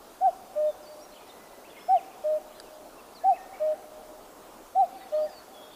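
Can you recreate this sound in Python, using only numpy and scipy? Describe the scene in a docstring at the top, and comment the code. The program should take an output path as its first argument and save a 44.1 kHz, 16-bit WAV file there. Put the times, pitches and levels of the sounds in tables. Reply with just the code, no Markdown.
"""A cuckoo calls its falling two notes four times, and trees and a far slope send them back.
Each hoot is a gliding, nearly pure sine with faint overtones; its echoes are delayed copies and a scattered tail.
Small songbirds whistle faintly further off as thin sliding sines, over blurred warbling drawn by chance.
A twig snaps once as a cluster of short modes; below it all lie shaped noise for the valley's air and
microphone hiss, and a low breeze rumble."""
import sys
import numpy as np
from scipy import signal
from scipy.fft import rfft, irfft, next_fast_len
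from scipy.io import wavfile
from scipy.ndimage import uniform_filter1d, map_coordinates

SR = 44100
rng = np.random.default_rng(int(sys.argv[2]) if len(sys.argv) > 2 else 0)


def bounce(signal):
    """Save signal as a 16-bit WAV file at the path given by the first command-line argument."""
    frames = np.transpose(np.atleast_2d(signal))
    limited = np.clip(frames, -1, 1)
    pcm = np.round(limited * 32767).astype(np.int16)
    wavfile.write(sys.argv[1], SR, pcm)


N = 253575

# Cuckoo notes, high and low in turn: (time [s], length [s], top pitch [Hz], level [dB], swell start to end [dB],
# lateness of the swing [exponent], lift of partials 2 and 3 [dB], echo lift: wood's edge [dB], far slope [dB])
CALL_NOTES = [(.2054, .1002, 785, -15.6, 3.9, .99, 4, -6, -6),
              (.5535, .1602, 610, -21.1, 2.5, .98, 1, 7, -3),
              (1.879, .1074, 785, -14.2, -2.7, 1.07, 0, -5, -5),
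              (2.2378, .1531, 617, -21.3, 1.7, .89, -.5, 0, .5),
              (3.2335, .1126, 797, -14.6, -2.2, 1.02, -3, 0, 1),
              (3.5962, .1535, 619.5, -21.8, -.8, 1.07, -.5, 2, .5),
              (4.7481, .1099, 796, -14.8, 1, .92, -1, 2, 3),
              (5.1174, .1599, 615, -22.1, -3.4, 1.06, 0, 1, -3)]
# Shape of the high and the low note: (share of length [0-1], drop below top pitch [Hz], share of full swing [0-1])
HIGH_NOTE_SHAPE = [(0, 153, 0), (.055, 136, .135), (.158, 40, .57), (.348, 31, .79), (.545, 0, 1),
                   (.7, 55, .91), (.81, 96, .69), (.915, 133, .22), (1, 148, 0)]
LOW_NOTE_SHAPE = [(0, 8, 0), (.068, 11, .47), (.166, 7, .97), (.36, 0, .95), (.665, 3, 1), (.84, 2, .82),
                  (.93, 11, .45), (1, 29, 0)]
# Overtones before each note's lift, fade and wobble: (multiple of the fundamental [-], level against it [dB])
HIGH_NOTE_OVERTONES = [(2, -46), (3, -51), (4, -57), (5, -56)]
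LOW_NOTE_OVERTONES = [(2, -36), (3, -41.5), (4, -49), (5, -48), (6, -54)]

# Reflections off near trunks: (delay [s], level [dB])
TRUNK_ECHOES = [(.0449, -25.5), (.0589, -31.5), (.097, -30), (.1492, -31)]
# Reflections off the wood's edge and the far slope, before each note's lift: (delay [s], level [dB])
EDGE_ECHOES = [(.2, -40), (.2401, -34.5), (.3259, -38.5)]
SLOPE_ECHOES = [(.41, -31.5), (.47, -31), (.52, -36), (.72, -40)]
# Dying away of the scatter among the trees: (frequency [Hz], t60 [s])
TREE_DECAY = [(400, 1.43), (1000, 1.2), (5000, 0.63)]

# Thin sliding tones, songbird whistles and one cuckoo partial, levels before they are broken up:
# (time [s], length [s], start pitch [Hz], middle pitch [Hz], end pitch [Hz], rms level [dB])
SLIDING_TONES = [(.67, 0.062, 3630, 3600, 3460, -60.5), (.83, .03, 5220, 4850, 4590, -60),
                 (.86, 0.036, 4560, 4570, 4740, -56.5), (.9, .05, 4600, 4620, 4680, -67),
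                 (.998, 0.019, 5250, 4700, 5500, -60), (1.014, .042, 5470, 5660, 5550, -58),
                 (1.117, 0.029, 4150, 4170, 4240, -60), (1.162, .014, 3250, 3080, 2880, -55.5),
                 (1.2, .05, 2470, 2430, 2440, -66), (1.203, 0.011, 4200, 4220, 4250, -63),
                 (1.26, .11, 2000, 2000, 2020, -67), (1.269, .014, 5200, 4900, 4800, -64),
                 (1.293, 0.0052, 4100, 3850, 3680, -59), (1.299, 0.014, 3650, 3630, 3640, -51.5),
                 (1.39, .09, 1990, 1990, 1990, -64), (1.52, 0.097, 2010, 1990, 2030, -65),
                 (1.642, .04, 1950, 2680, 2130, -59), (1.705, 0.016, 3550, 3500, 3350, -58),
                 (1.752, .016, 2650, 2450, 2210, -59), (1.768, 0.02, 2120, 2133, 2130, -49.5),
                 (1.775, 0.16, 5220, 5270, 5180, -64.5), (1.79, 0.038, 2210, 3200, 3520, -61),
                 (1.92, .05, 2120, 2170, 2060, -62), (1.965, 0.041, 3190, 2710, 1940, -55),
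                 (2.05, .035, 5300, 5270, 5200, -68), (2.545, .04, 4030, 4130, 4100, -63),
                 (2.56, .02, 3580, 3400, 3150, -66), (2.615, .1, 3200, 2740, 2470, -68),
                 (2.72, .06, 4880, 4920, 4920, -68), (2.98, .03, 2630, 2700, 2350, -60),
                 (3.15, .045, 4970, 4300, 3940, -55.5), (3.21, 0.04, 1720, 1740, 1680, -57.5),
                 (3.335, 0.03, 2540, 2590, 2740, -53.5), (3.36, 0.024, 2740, 2060, 1840, -55.5),
                 (3.385, 0.09, 1830, 1830, 1840, -58), (3.53, 0.032, 1914, 2310, 1890, -53.5),
                 (3.58, 0.11, 2230, 2290, 2300, -67), (4.79, 0.028, 3820, 4000, 4080, -64),
                 (4.97, 0.1, 4570, 4440, 4490, -65), (5.0, 0.041, 4070, 3800, 3630, -59),
                 (5.01, 0.032, 1980, 1950, 2050, -58), (5.14, 0.12, 4160, 4560, 4820, -59),
                 (5.24, 0.027, 4700, 4650, 4750, -64), (5.27, .03, 1870, 1800, 1620, -56.5),
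                 (5.29, .13, 5100, 4580, 4370, -57), (5.536, 0.14, 3430, 3330, 3340, -57),
                 (5.6, 0.1, 3550, 3630, 3650, -65), (5.664, .018, 5320, 5310, 5290, -64),
                 (5.73, .016, 4480, 4480, 4530, -60)]
# Brief fifth partial of the fourth call's high note, same columns
CUCKOO_FIFTH_PARTIAL = [row for row in SLIDING_TONES if row[0] == 4.79]
# All the other rows are songbirds, same columns
SONGBIRD_WHISTLES = [row for row in SLIDING_TONES if row[0] != 4.79]
# Bouts of far warbling: (start [s], end [s], lowest middle pitch [Hz], highest middle pitch [Hz], mid level [dB])
WARBLE_BOUTS = [(1.129, 1.34, 2300, 4400, -66.5), (1.64, 2.162, 1788, 3730, -65.5),
                (2.461, 2.602, 3000, 4090, -67), (3.2, 3.603, 1510, 2600, -67),
                (4.762, 5.36, 1690, 4600, -68)]

# Ringing modes of the snapped twig: (frequency [Hz], level [dB], t60 [s])
TWIG_MODES = [(1650, -39, .015), (3950, -41, .018), (4750, -29, .008), (6200, -44, .01), (8050, -41, .014),
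              (9700, -41, .016)]

# Colour of the air murmur and hiss: (frequency [Hz], relative density [dB per Hz])
AIR_COLOUR = [(15, -30), (25, -14.5), (136, -18), (273, -5.5), (596, -3.5), (719, -4), (1410, -12.5),
              (1570, -17), (1940, -20.5), (2220, -21.5), (15400, -26)]
# Colour of the breeze rumble: (frequency [Hz], relative density [dB per Hz])
RUMBLE_COLOUR = [(15, -0.5), (30, 14), (60, -12), (110, -29), (200, -56)]
# Course of the breeze rumble, before its unsteadiness: (time [s], level [dB])
BREEZE_LEVEL = [(0, -69), (.9, -75), (2.5, -74), (4.13, -73), (4.55, -64.5), (5.2, -75), (5.75, -70)]


def cuckoo():
    """Each note arrives direct, off near trunks, the wood's edge and the far slope, with a faint scatter between."""
    out = np.zeros(N)
    high = (HIGH_NOTE_SHAPE, HIGH_NOTE_OVERTONES)
    low = (LOW_NOTE_SHAPE, LOW_NOTE_OVERTONES)
    kinds = [high, low] * len(CALL_NOTES)
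    for (start_s, *voice, edge_db, slope_db), kind in zip(CALL_NOTES, kinds):
        hoot = note(*kind, *voice)
        add(out, start_s, hoot)
        for echoes, lift_db in ((TRUNK_ECHOES, 0), (EDGE_ECHOES, edge_db), (SLOPE_ECHOES, slope_db)):
            for delay_s, echo_db in echoes:
                add(out, start_s + delay_s, amp(echo_db + lift_db) * hoot)
        add(out, start_s, amp(-35) * trees(hoot, start_s=.1, rise_s=.25))
    return out + sliding(CUCKOO_FIFTH_PARTIAL, scatter_hz=25, break_db=2, room_db=-11)


def note(shape, overtones, length_s, top_hz, db, swell_db, late, bright_db):
    """One hoot: an almost pure tone from the swollen throat; the faint overtones come and go."""
    overtone_fade_db = 14  # the second partial weakens by this much through a note
    share, below_hz, swing = np.transpose(shape)
    u = np.linspace(0, 1, round(length_s * SR))

    def smooth(values, at):
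        return uniform_filter1d(np.interp(at, share, values), size=160)

    hz = top_hz - smooth(below_hz, u) + 1.33 * wobble(60)[:len(u)]
    phase = 2 * np.pi * np.cumsum(hz) / SR
    voice = np.sin(phase)
    for multiple, tone_db in overtones:
        tone_db = tone_db + bright_db * (multiple < 4) + 4 * wobble(40)[:len(u)]
        tone_db = tone_db - overtone_fade_db * (multiple == 2) * (u - .5)
        voice = voice + amp(tone_db) * np.sin(multiple * phase)
    level = amp(db + swell_db * (u - .5) + 0.19 * wobble(63)[:len(u)])
    return level * smooth(swing, u ** late) * voice


def trees(x, start_s, rise_s):
    """Scattered sound that builds up and then dies, each frequency at its own speed."""
    hz, t, noise = signal.stft(rng.standard_normal(SR), SR, nperseg=256)
    decay = amp(-60 * t / along(TREE_DECAY, hz)[:, None])
    tail = signal.istft(noise * (1 - np.exp(-t / rise_s)) * decay, SR, nperseg=256)[1]
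    delayed = np.pad(x, (round(start_s * SR), 0))
    return signal.fftconvolve(delayed, tail / np.linalg.norm(tail))


def songbirds():
    """Clear whistles and a trill, over blurred warbling further off."""
    trill_s, trill_step_s = 5.712, 0.017
    chip = (.012, 3030, 3650, 2950, -53.5)  # arched pitch; columns as in the whistles, without the time
    trill = [(trill_s + k * trill_step_s, *chip) for k in range(3)]
    near = sliding(SONGBIRD_WHISTLES + trill, scatter_hz=25, break_db=2, room_db=-11)
    far = sliding(warbling(), scatter_hz=180, break_db=2.5, room_db=-2)
    return near + far


def sliding(rows, scatter_hz, break_db, room_db):
    """Thin sliding tones, made unsteady in pitch and level and blurred by scatter among the trees."""
    out = np.zeros(N + SR)
    tremor = np.pad(unit(wobble(260)), (0, SR))
    for start_s, length_s, start_hz, middle_hz, end_hz, db in rows:
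        u = np.linspace(0, 1, round((length_s + 0.0039) * SR))  # room for the soft ends
        # parabola through the three pitches
        hz = start_hz * (1 - u) * (1 - 2 * u) + 4 * middle_hz * u * (1 - u) + end_hz * u * (2 * u - 1)
        hz = hz + scatter_hz * tremor[round(start_s * SR):][:len(u)]
        swell = np.sin(np.pi * u) ** 0.28
        tone = np.sin(2 * np.pi * np.cumsum(hz) / SR)
        add(out, start_s - .002, np.sqrt(2) * amp(db) * swell * tone)
    out = out[:N] * amp(break_db * wobble(50))  # moving air and leaves break up the level
    return out + amp(room_db) * trees(out, start_s=.01, rise_s=.01)[:N]


def warbling():
    """Whistle rows drawn by chance: short notes sliding at random around middle pitches in each bout's range."""
    notes_per_s, base_length_s = 60, .018
    slide = 0.13  # greatest shift of start and end pitch, as a share of the middle pitch
    rows = []
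    for start_s, end_s, low_hz, high_hz, db in WARBLE_BOUTS:
        count = round((end_s - start_s) * notes_per_s)
        for when, pitch, length, slide_in, slide_out, loudness in rng.random((count, 6)):
            hz = low_hz * (high_hz / low_hz) ** pitch
            rows.append((start_s + when * (end_s - start_s),
                         base_length_s * (.5 + length),
                         hz * (1 + slide * (2 * slide_in - 1)),
                         hz,
                         hz * (1 + slide * (2 * slide_out - 1)),
                         db + 6 * (loudness - .5)))
    return rows


def twig():
    """One dry snap: short modes struck together."""
    snap_s = 2.6
    out = np.zeros(N)
    t = np.arange(SR // 20) / SR
    ring = sum(amp(db - 60 * t / t60) * np.sin(2 * np.pi * hz * t) for hz, db, t60 in TWIG_MODES)
    add(out, snap_s, ring * (1 - np.exp(-t / .0002)))
    return out + amp(-15) * trees(out, start_s=0.0015, rise_s=.002)[:N]


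def air():
    """Far leaves, water and microphone hiss in faint patches; the breeze rumbles on the microphone port."""
    grains = signal.stft(rng.standard_normal(N + 512), nperseg=512)[2]
    # patches: random levels smoothed over frequency, then over time
    patches = uniform_filter1d(rng.standard_normal(grains.shape), size=6, axis=0)
    patches = uniform_filter1d(patches, size=10, axis=1)
    patchy = signal.istft(grains * amp(1.36 * unit(patches)), nperseg=512)[1][:N]
    murmur = amp(-49.5) * unit(filtered(patchy, lambda hz: amp(along(AIR_COLOUR, hz))))

    rumble = unit(filtered(rng.standard_normal(N), lambda hz: amp(along(RUMBLE_COLOUR, hz))))
    rumble_db = np.interp(np.arange(N) / SR, *np.transpose(BREEZE_LEVEL))
    return murmur + amp(rumble_db + 2.7 * wobble(3.8)) * rumble


def amp(db):
    """Gain of a level in dB."""
    return 10 ** (np.asarray(db) / 20)


def unit(x):
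    """x at rms 1."""
    return x / np.sqrt(np.mean(x ** 2))


def along(points, hz):
    """Values read off (frequency [Hz], value) points on a log axis."""
    f, v = np.transpose(points)
    return np.interp(np.log(hz + 1), np.log(f + 1), v)


def wobble(rate):
    """A smooth random curve, rate knots a second."""
    knots = rng.standard_normal(int(N * rate / SR) + 4)
    return map_coordinates(knots, [np.arange(N) * rate / SR])


def filtered(x, response):
    """x times a response of frequency."""
    m = next_fast_len(N + 8192)
    return irfft(rfft(x, m) * response(np.fft.rfftfreq(m, 1 / SR)), m)[..., :N]


def add(track, start_s, sound):
    """Mix a sound into the track from a start time."""
    part = track[round(start_s * SR):][:len(sound)]
    part += sound[:len(part)]


def scene():
    """All sources at one microphone."""
    return (cuckoo() + songbirds() + twig() + air())[None]


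def record(dry):
    """Nothing is kept above the band limit."""
    top_hz = 15500
    return filtered(dry, lambda hz: hz < top_hz)


dry = scene()
out = record(dry)
bounce(out)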